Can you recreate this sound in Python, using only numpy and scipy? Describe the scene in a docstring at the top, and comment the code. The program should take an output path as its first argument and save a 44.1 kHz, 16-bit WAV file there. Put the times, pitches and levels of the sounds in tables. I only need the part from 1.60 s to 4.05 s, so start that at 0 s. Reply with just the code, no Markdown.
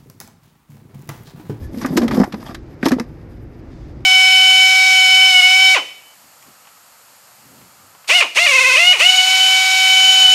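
"""In a large shed, live crabs tumble into a hard plastic cool box, close to a hand-held phone.
Bodies thump the hollow walls: decaying wall modes, soon damped by the weight of the crab.
Shells clack in short crunchy bursts: clustered contacts drive shell and claw-tip modes.
Legs scrabble in between as random ticks, and a few sliding tips squeak at one resonance.
A low rumble, a broad drone and a distant hiss, all shaped noise, lie behind."""
import sys
import numpy as np
from scipy import signal
from scipy.fft import rfft, irfft
from scipy.io import wavfile
from scipy.ndimage import uniform_filter1d

SR = 44100
rng = np.random.default_rng(int(sys.argv[2]) if len(sys.argv) > 2 else 0)


def generate_wav(sig):
    """Save sig (samples, or channels by samples) to the path in sys.argv[1] as 16-bit PCM at SR."""
    pcm = np.round(np.clip(np.atleast_2d(sig).T, -1, 1) * 32767).astype(np.int16)
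    wavfile.write(sys.argv[1], SR, pcm)


N = 108045

# Modes of the box wall. Each row: multiple of the wall pitch, level in dB,
# 60 dB decay time in seconds of a struck wall.
WALL_MODES = [(1.002, 0, 0.14), (1.362, -9.5, 0.067), (2.05, -14, 0.11), (3.0, -19, 0.048)]
# Modes of a shell. Each row: nominal frequency in Hz, level in dB, 60 dB decay time in seconds.
SHELL_MODES = [(741, 7.5, 0.01), (967, -1.5, 0.027), (1183, -0.5, 0.016), (1535, 0.5, 0.012),
               (1708, 4.5, 0.0072), (2071, 2, 0.0072), (2507, -6, 0.0082)]
# Modes of the thin claw tips. Each row: nominal frequency in Hz, level in dB,
# 60 dB decay time in seconds.
CLAW_MODES = [(3500, 0, 0.024), (3760, 2, 0.04), (4890, 5.5, 0.015), (5170, 11.5, 0.014)]
# Colour of the crunch. Each row: frequency in Hz, relative spectral level in dB per Hz.
CRUNCH_COLOUR = [(900, -26), (1800, 3.5), (2900, -3), (5300, -3.5), (7500, -9.5), (9600, -12), (12500, -4),
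                 (13300, -7)]

CONTACTS_PER_S, CONTACT_SPREAD_DB = 7000, 2  # dense contacts of shells
LEG_TICKS_PER_S, LEG_SPREAD_DB = 2200, 2.5
CLAW_DB = -4.5  # claw-tip ringing relative to the crunch that drives it
WALL_LOW_HZ = 156.5  # the box radiates little below this


def undb(db):
    """Level in decibels to amplitude ratio."""
    return 10 ** (np.asarray(db) / 20)


def unit(x):
    """Normalises to a root-mean-square of one."""
    return x / np.sqrt(np.mean(x ** 2))


def curve(table, col):
    """Linear interpolation of one table column over the whole scene."""
    rows = np.array(table)
    return np.interp(np.arange(N) / SR, rows[:, 0], rows[:, col])


def low_pass(x, hz, order=2):
    """Butterworth filter that keeps what lies below hz."""
    return signal.sosfilt(signal.butter(order, hz, fs=SR, output="sos"), x)


def high_pass(x, hz, order=2):
    """Butterworth filter that keeps what lies above hz."""
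    return signal.sosfilt(signal.butter(order, hz, "high", fs=SR, output="sos"), x)


def colour(x, points):
    """Spectral shaping by (Hz, dB) points, interpolated over log frequency."""
    p = np.array(points)
    f = np.maximum(np.arange(len(x) // 2 + 1) * SR / len(x), 1)
    gain = undb(np.interp(np.log(f), np.log(p[:, 0]), p[:, 1]))
    return irfft(rfft(x) * gain, len(x))


def ring(x, hz, t60):
    """A driven, exponentially decaying mode: a two-pole resonator."""
    radius = np.exp(-np.log(1000) / (t60 * SR))
    angle = 2 * np.pi * hz / SR
    return signal.lfilter([np.sin(angle)], [1, -2 * radius * np.cos(angle), radius ** 2], x)


def ticks(rate, spread_db):
    """Random impulses: tiny contacts of either sign, a few much stronger than the rest."""
    u = rng.random((N, 2))
    strength = undb(-spread_db * np.log(1 - u[:, 1]))
    return unit((u[:, 0] < rate / SR) * strength * rng.choice([-1, 1], N))


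def walk(rate):
    """Slow random fluctuation with a spread near 1: twice-smoothed steps."""
    k = int(SR / rate)
    steps = np.repeat(rng.standard_normal(N // k + 1), k)
    return 2.5 * uniform_filter1d(uniform_filter1d(steps, k), k)[:N]


def add(out, s, x):
    """Superposition of a sound that starts at s seconds."""
    i = int(s * SR)
    out[i:i + len(x)] += x[:N - i]


def shell(x, modes, hz, octaves):
    """Modal excitation: a shell or claw rings strongest near the pitch of the struck spot."""
    ratios = (hz / f for f, _, _ in modes)
    tune = min(ratios, key=lambda r: abs(np.log(r)))
    tune = np.clip(tune, .9, 1.1)  # draws the nearest mode to that pitch, by a tenth at most
    out = 0
    for k, (f, db, t60) in enumerate(modes):
        distance = np.log2(f / hz) / octaves
        out = out + (-1) ** k * undb(db - 3.6 * distance ** 2) * ring(x, f * tune, t60)
    return out


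def shed():
    """Broadband noise of a large space: a drone, a fluctuating rumble and a distant hiss."""
    # Colour of the shed air. Each row: frequency in Hz, relative spectral level in dB per Hz.
    air_colour = [(20, -2.5), (60, -0.5), (146, -12), (240, -23), (327, -12.5), (420, -22.5), (900, -35),
                  (2100, -40.5), (3000, -50), (4500, -100)]
    # Low rumble. Each row: time in seconds, level in dB.
    rumble_level = [(0, -33.5), (.45, -31.5), (.65, -43), (1.0, -37.5), (1.3, -39.5), (1.9, -34.5),
                    (2.25, -35.5)]
    # Colour of the hiss. Each row: frequency in Hz, relative spectral level in dB per Hz.
    hiss_colour = [(1800, -31), (3300, -1), (5000, -2), (6750, -7.5), (12600, -31)]
    # Distant hiss. Each row: time in seconds, level in dB.
    hiss_level = [(1.0, -66.5), (1.9, -72.5), (2.2, -61.5), (2.45, -69)]
    split_hz = 135  # rumble below, drone above

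    air = unit(colour(rng.standard_normal(N), air_colour)) * undb(-31.5)
    low = low_pass(air, split_hz, order=4)
    drone = high_pass(air, split_hz, order=4)
    hiss = unit(colour(rng.standard_normal(N), hiss_colour))
    hiss = hiss * undb(curve(hiss_level, col=1) + 0.35 * walk(8.1))
    rumble = unit(low * undb(2.0 * walk(9.36))) * undb(curve(rumble_level, col=1))
    return hiss + rumble + drone * undb(0.36 * walk(6.98))


def legs():
    """Random excitation: legs tick on plastic and shells, and keep the wall modes humming."""
    # Scrabbling legs. Each row: time in seconds, then the levels in dB of the knocking,
    # the treble and the wall hum.
    scrabble = [(0, -53, -55, -34), (.05, -56, -47.5, -48), (.1, -81, -63, -40.5), (.15, -61, -49, -36),
                (.24, -43.5, -45, -28), (.40, -38, -42, -20), (.47, -49, -53, -24.5),
                (.54, -34, -36.5, -20), (.63, -48.5, -46.5, -20.5), (.69, -55, -62.5, -46),
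                (.79, -52.5, -52, -39), (.92, -40, -48, -42.5), (.99, -85, -68.5, -46.5),
                (1.21, -86, -63, -52.5), (1.25, -33, -38, -21), (1.35, -76, -58, -41),
                (1.46, -70, -58.5, -42.5), (1.6, -91, -63.5, -45.5)]
    wall_hz = 251
    airy_hz = 7400  # above this the legs rustle
    rustle_db, rustle_db_per_s = 5, -5  # the rustle starts strong and fades steadily

    jerk = undb(1.9 * walk(59.6))
    mid = unit(shell(ticks(LEG_TICKS_PER_S, LEG_SPREAD_DB) * jerk, SHELL_MODES, 1100.0, 4.))

    top = unit(colour(ticks(LEG_TICKS_PER_S, LEG_SPREAD_DB), CRUNCH_COLOUR) * jerk)
    top = unit(top + undb(CLAW_DB) * unit(shell(top, CLAW_MODES, 4700., 2)))
    rustle = colour(ticks(CONTACTS_PER_S, CONTACT_SPREAD_DB), CRUNCH_COLOUR)
    rustle = unit(rustle * undb(1.9 * walk(40.2)))
    rustle_gain = undb(rustle_db + rustle_db_per_s * np.arange(N) / SR)
    top = low_pass(top, airy_hz) + rustle_gain * high_pass(rustle, airy_hz)

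    push = high_pass(ticks(600, 1.38), WALL_LOW_HZ)
    # The hum dies away faster than the ring of a struck wall.
    hum = unit(sum(undb(db) * ring(push, m * wall_hz, t60 * 0.39) for m, db, t60 in WALL_MODES))
    return sum(layer * undb(curve(scrabble, col=c)) for c, layer in ((1, mid), (2, top), (3, hum)))


def squeaks():
    """Stick-slip friction: a sliding leg tip keeps one narrow resonance singing."""
    # Squeaks. Each row: start in seconds, pitch in Hz, level in dB, length of the rub in seconds.
    slides = [(0.022, 1720, -53.5, 0.05), (0.864, 3290, -44.5, 0.017), (0.564, 5150, -46, 0.0671),
              (0.89, 1180, -40.5, 0.028)]
    out, t = np.zeros(N), np.arange(SR // 10) / SR
    rub = ticks(LEG_TICKS_PER_S, LEG_SPREAD_DB)
    for s, hz, db, length in slides:
        i = int(s * SR)
        rubbing = t < length
        tone = ring(rub[i:i + len(t)] * rubbing, hz, t60=0.033)
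        add(out, s, undb(db) * tone / np.sqrt(np.mean(tone[rubbing] ** 2)))
    return out


def clacks():
    """Impact excitation: a burst of contacts rings shell modes and crunches in the treble."""
    # Shell on shell and wall. Each row: start in seconds, knock peak in dB, knock centre in Hz,
    # crunch peak in dB, crunch centre in Hz, length of the burst in seconds.
    impacts = [(0.131, -53, 1600, -40, 5600, 0.0054), (0.143, -37.5, 1596, -44, 3020, 0.0088),
               (0.174, -52, 1590, -34, 7100, 0.0035), (0.212, -24.5, 1900, -26.5, 5820, 0.021),
               (0.246, -11.5, 1510, -37, 2840, 0.0086), (0.26, -22, 1660, -14, 8200, 0.0083),
               (0.367, -22.5, 1940, -15, 5050, 0.007), (0.371, -7, 1750, -10, 4850, 0.0098),
               (0.416, -20, 1888, -25, 3030, 0.012), (0.429, -23, 1420, -29.5, 5200, 0.031),
               (0.479, -16.5, 1790, -15.5, 3280, 0.0078), (0.509, -15, 1696, -23, 3360, 0.015),
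               (0.545, -20.5, 1025, -25.5, 5150, 0.011), (0.567, -14.5, 870, -30, 4870, 0.037),
               (0.599, -12.5, 990, -19.5, 4640, 0.0075), (0.614, -14, 760, -29, 5200, 0.0064),
               (0.634, -10.5, 1160, -38, 3300, 0.0039), (0.638, -26.5, 1870, -23.5, 5510, 0.0075),
               (0.7226, -26.5, 2077, -24.5, 3430, 0.0082), (0.741, -19.5, 976, -30.5, 3800, 0.0062),
               (0.827, -28, 1600, -37, 5370, 0.0032), (0.859, -32.5, 980, -33, 5200, 0.02),
               (0.945, -23, 1960, -23.5, 3580, 0.009), (1.228, -9, 1966, -24.5, 3390, 0.0062),
               (1.2545, -24, 1550, -10, 4100, 0.0099), (1.258, -7.5, 1143, -15.5, 4400, 0.014),
               (1.282, -24.5, 1990, -13.5, 5180, 0.011), (1.308, -16.5, 770, -31, 2800, 0.0057),
               (1.317, -11, 2050, -17, 5000, 0.0052), (1.322, -21, 1000, -29.5, 3310, 0.015),
               (1.384, -23, 930, -33.5, 3460, 0.013), (1.3975, -15.5, 1770, -15, 5100, 0.0041)]
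    tail_s, tail_db = 0.017, -10.5  # weaker contacts that follow the burst
    first_db = 14.5  # first contact, over the average of the rest
    knock_octaves, claw_octaves = 0.78, 0.22  # spread of the modes that are favoured
    crunch_octaves, broad_db = 0.7, -14  # band each side of the centre; level added at all pitches
    crunch_rise = 0.192  # share of the length

    out, t = np.zeros(N), np.arange(SR // 6) / SR
    grit = ticks(CONTACTS_PER_S, CONTACT_SPREAD_DB)
    crunch_noise = unit(colour(ticks(CONTACTS_PER_S, CONTACT_SPREAD_DB), CRUNCH_COLOUR))
    tail = undb(tail_db) * np.exp(-t / tail_s)
    for s, db, hz, top_db, top_hz, length in impacts:
        i = int(s * SR)
        burst = np.exp(-(t / length) ** 2) + tail

        push = grit[i:i + len(t)] * burst
        push[0] = undb(first_db)
        knock = shell(push, SHELL_MODES, hz, knock_octaves)

        broad = crunch_noise[i:i + len(t)]
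        edges = top_hz * 2. ** (crunch_octaves * np.array([-1, 1]))
        band = signal.lfilter(*signal.butter(1, edges, "band", fs=SR), broad)
        crunch = unit(unit(band) + undb(broad_db) * unit(broad))
        crunch = crunch + undb(CLAW_DB) * unit(shell(crunch, CLAW_MODES, top_hz, claw_octaves))
        crunch = crunch * burst * np.minimum(t / (crunch_rise * length), 1)

        add(out, s, undb(db) * knock / np.abs(knock).max()
            + undb(top_db) * crunch / np.abs(crunch).max())
    return out


def thumps():
    """Free then damped vibration: a body rings the wall modes until its weight damps them."""
    # Bodies on the wall. Each row: start in seconds, level in dB, wall pitch in Hz,
    # free ring in seconds, fade time constant in seconds once the crab damps it.
    bodies = [(0.141, -19, 259, 0.0097, 0.0055), (0.17, -18.5, 228, 0.048, 0.01),
              (0.224, -16, 204, 0.013, 0.0064), (0.247, -8.5, 246, 0.013, 0.0037),
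              (0.305, -11, 163, 0.024, 0.0069), (0.327, -14.5, 266, 0.025, 0.019),
              (0.357, -7.5, 217, 0.015, 0.0074), (0.375, -2, 334.6, 0.014, 0.0043),
              (0.412, -9.5, 277, 0.012, 0.0063), (0.428, -4, 237, 0.023, 0.013),
              (0.449, -12.5, 226, 0.0084, 0.04), (0.49, -20, 258, 0.017, 0.0057),
              (0.515, -10.5, 133, 0.0082, 0.0067), (0.533, -11.5, 258, 0.0095, 0.003),
              (0.556, -14, 229, 0.009, 0.0039), (0.578, 1, 221, 0.0084, 0.0041),
              (0.6, 4, 224, 0.0089, 0.002), (0.616, 0, 236, 0.0093, 0.0014),
              (0.676, -19.5, 344, 0.0042, 0.0025), (0.736, -15, 213.3, 0.012, 0.021),
              (0.826, -24.5, 228, 0.0072, 0.0029), (0.893, -22, 244, 0.0034, 0.0077),
              (1.2307, -6.5, 243, 0.0069, 0.005), (1.257, -2.5, 292, 0.011, 0.0011),
              (1.272, -5, 313, 0.0018, 0.017), (1.311, -7.5, 183, 0.0087, 0.006),
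              (1.321, 0, 254.5, 0.0063, 0.058), (1.365, -10.5, 243, 0.0051, 0.0022),
              (1.3834, -18.5, 450, 0.008, 0.0052), (1.4007, -12, 237, 0.015, 0.034)]
    attack_s = 0.0016
    out, t = np.zeros(N), np.arange(SR // 5) / SR
    luck = rng.standard_normal((len(bodies), len(WALL_MODES)))
    for (s, db, hz, free, fade), chance in zip(bodies, luck):
        body = 0
        for k, (multiple, mode_db, t60) in enumerate(WALL_MODES):
            # The upper modes vary by chance, the lowest does not.
            level = undb(mode_db + (k > 0) * 2 * chance[k])
            body = body + level * np.sin(2 * np.pi * multiple * hz * t) * 1000 ** (-t / t60)
        damping = np.exp(-np.maximum(t - free, 0) / fade)
        add(out, s, undb(db) * body * np.minimum(t / attack_s, 1) * damping)
    return high_pass(out, WALL_LOW_HZ)


def scene():
    """Linear superposition of all the sources in one channel."""
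    return (thumps() + clacks() + legs() + squeaks() + shed())[None, :]


def record(dry):
    """Saturation and band limiting: the phone rounds the loudest peaks and cuts both ends."""
    ceiling = 0.95  # full scale is 1
    low_hz, top_hz = 45, 13200
    x = high_pass(ceiling * np.tanh(dry / ceiling), low_hz)
    # Steep elliptic low-pass: 0.2 dB ripple, 90 dB rejection.
    return signal.sosfilt(signal.ellip(10, .2, 90, top_hz, fs=SR, output="sos"), x)


dry = scene()
out = record(dry)
generate_wav(out)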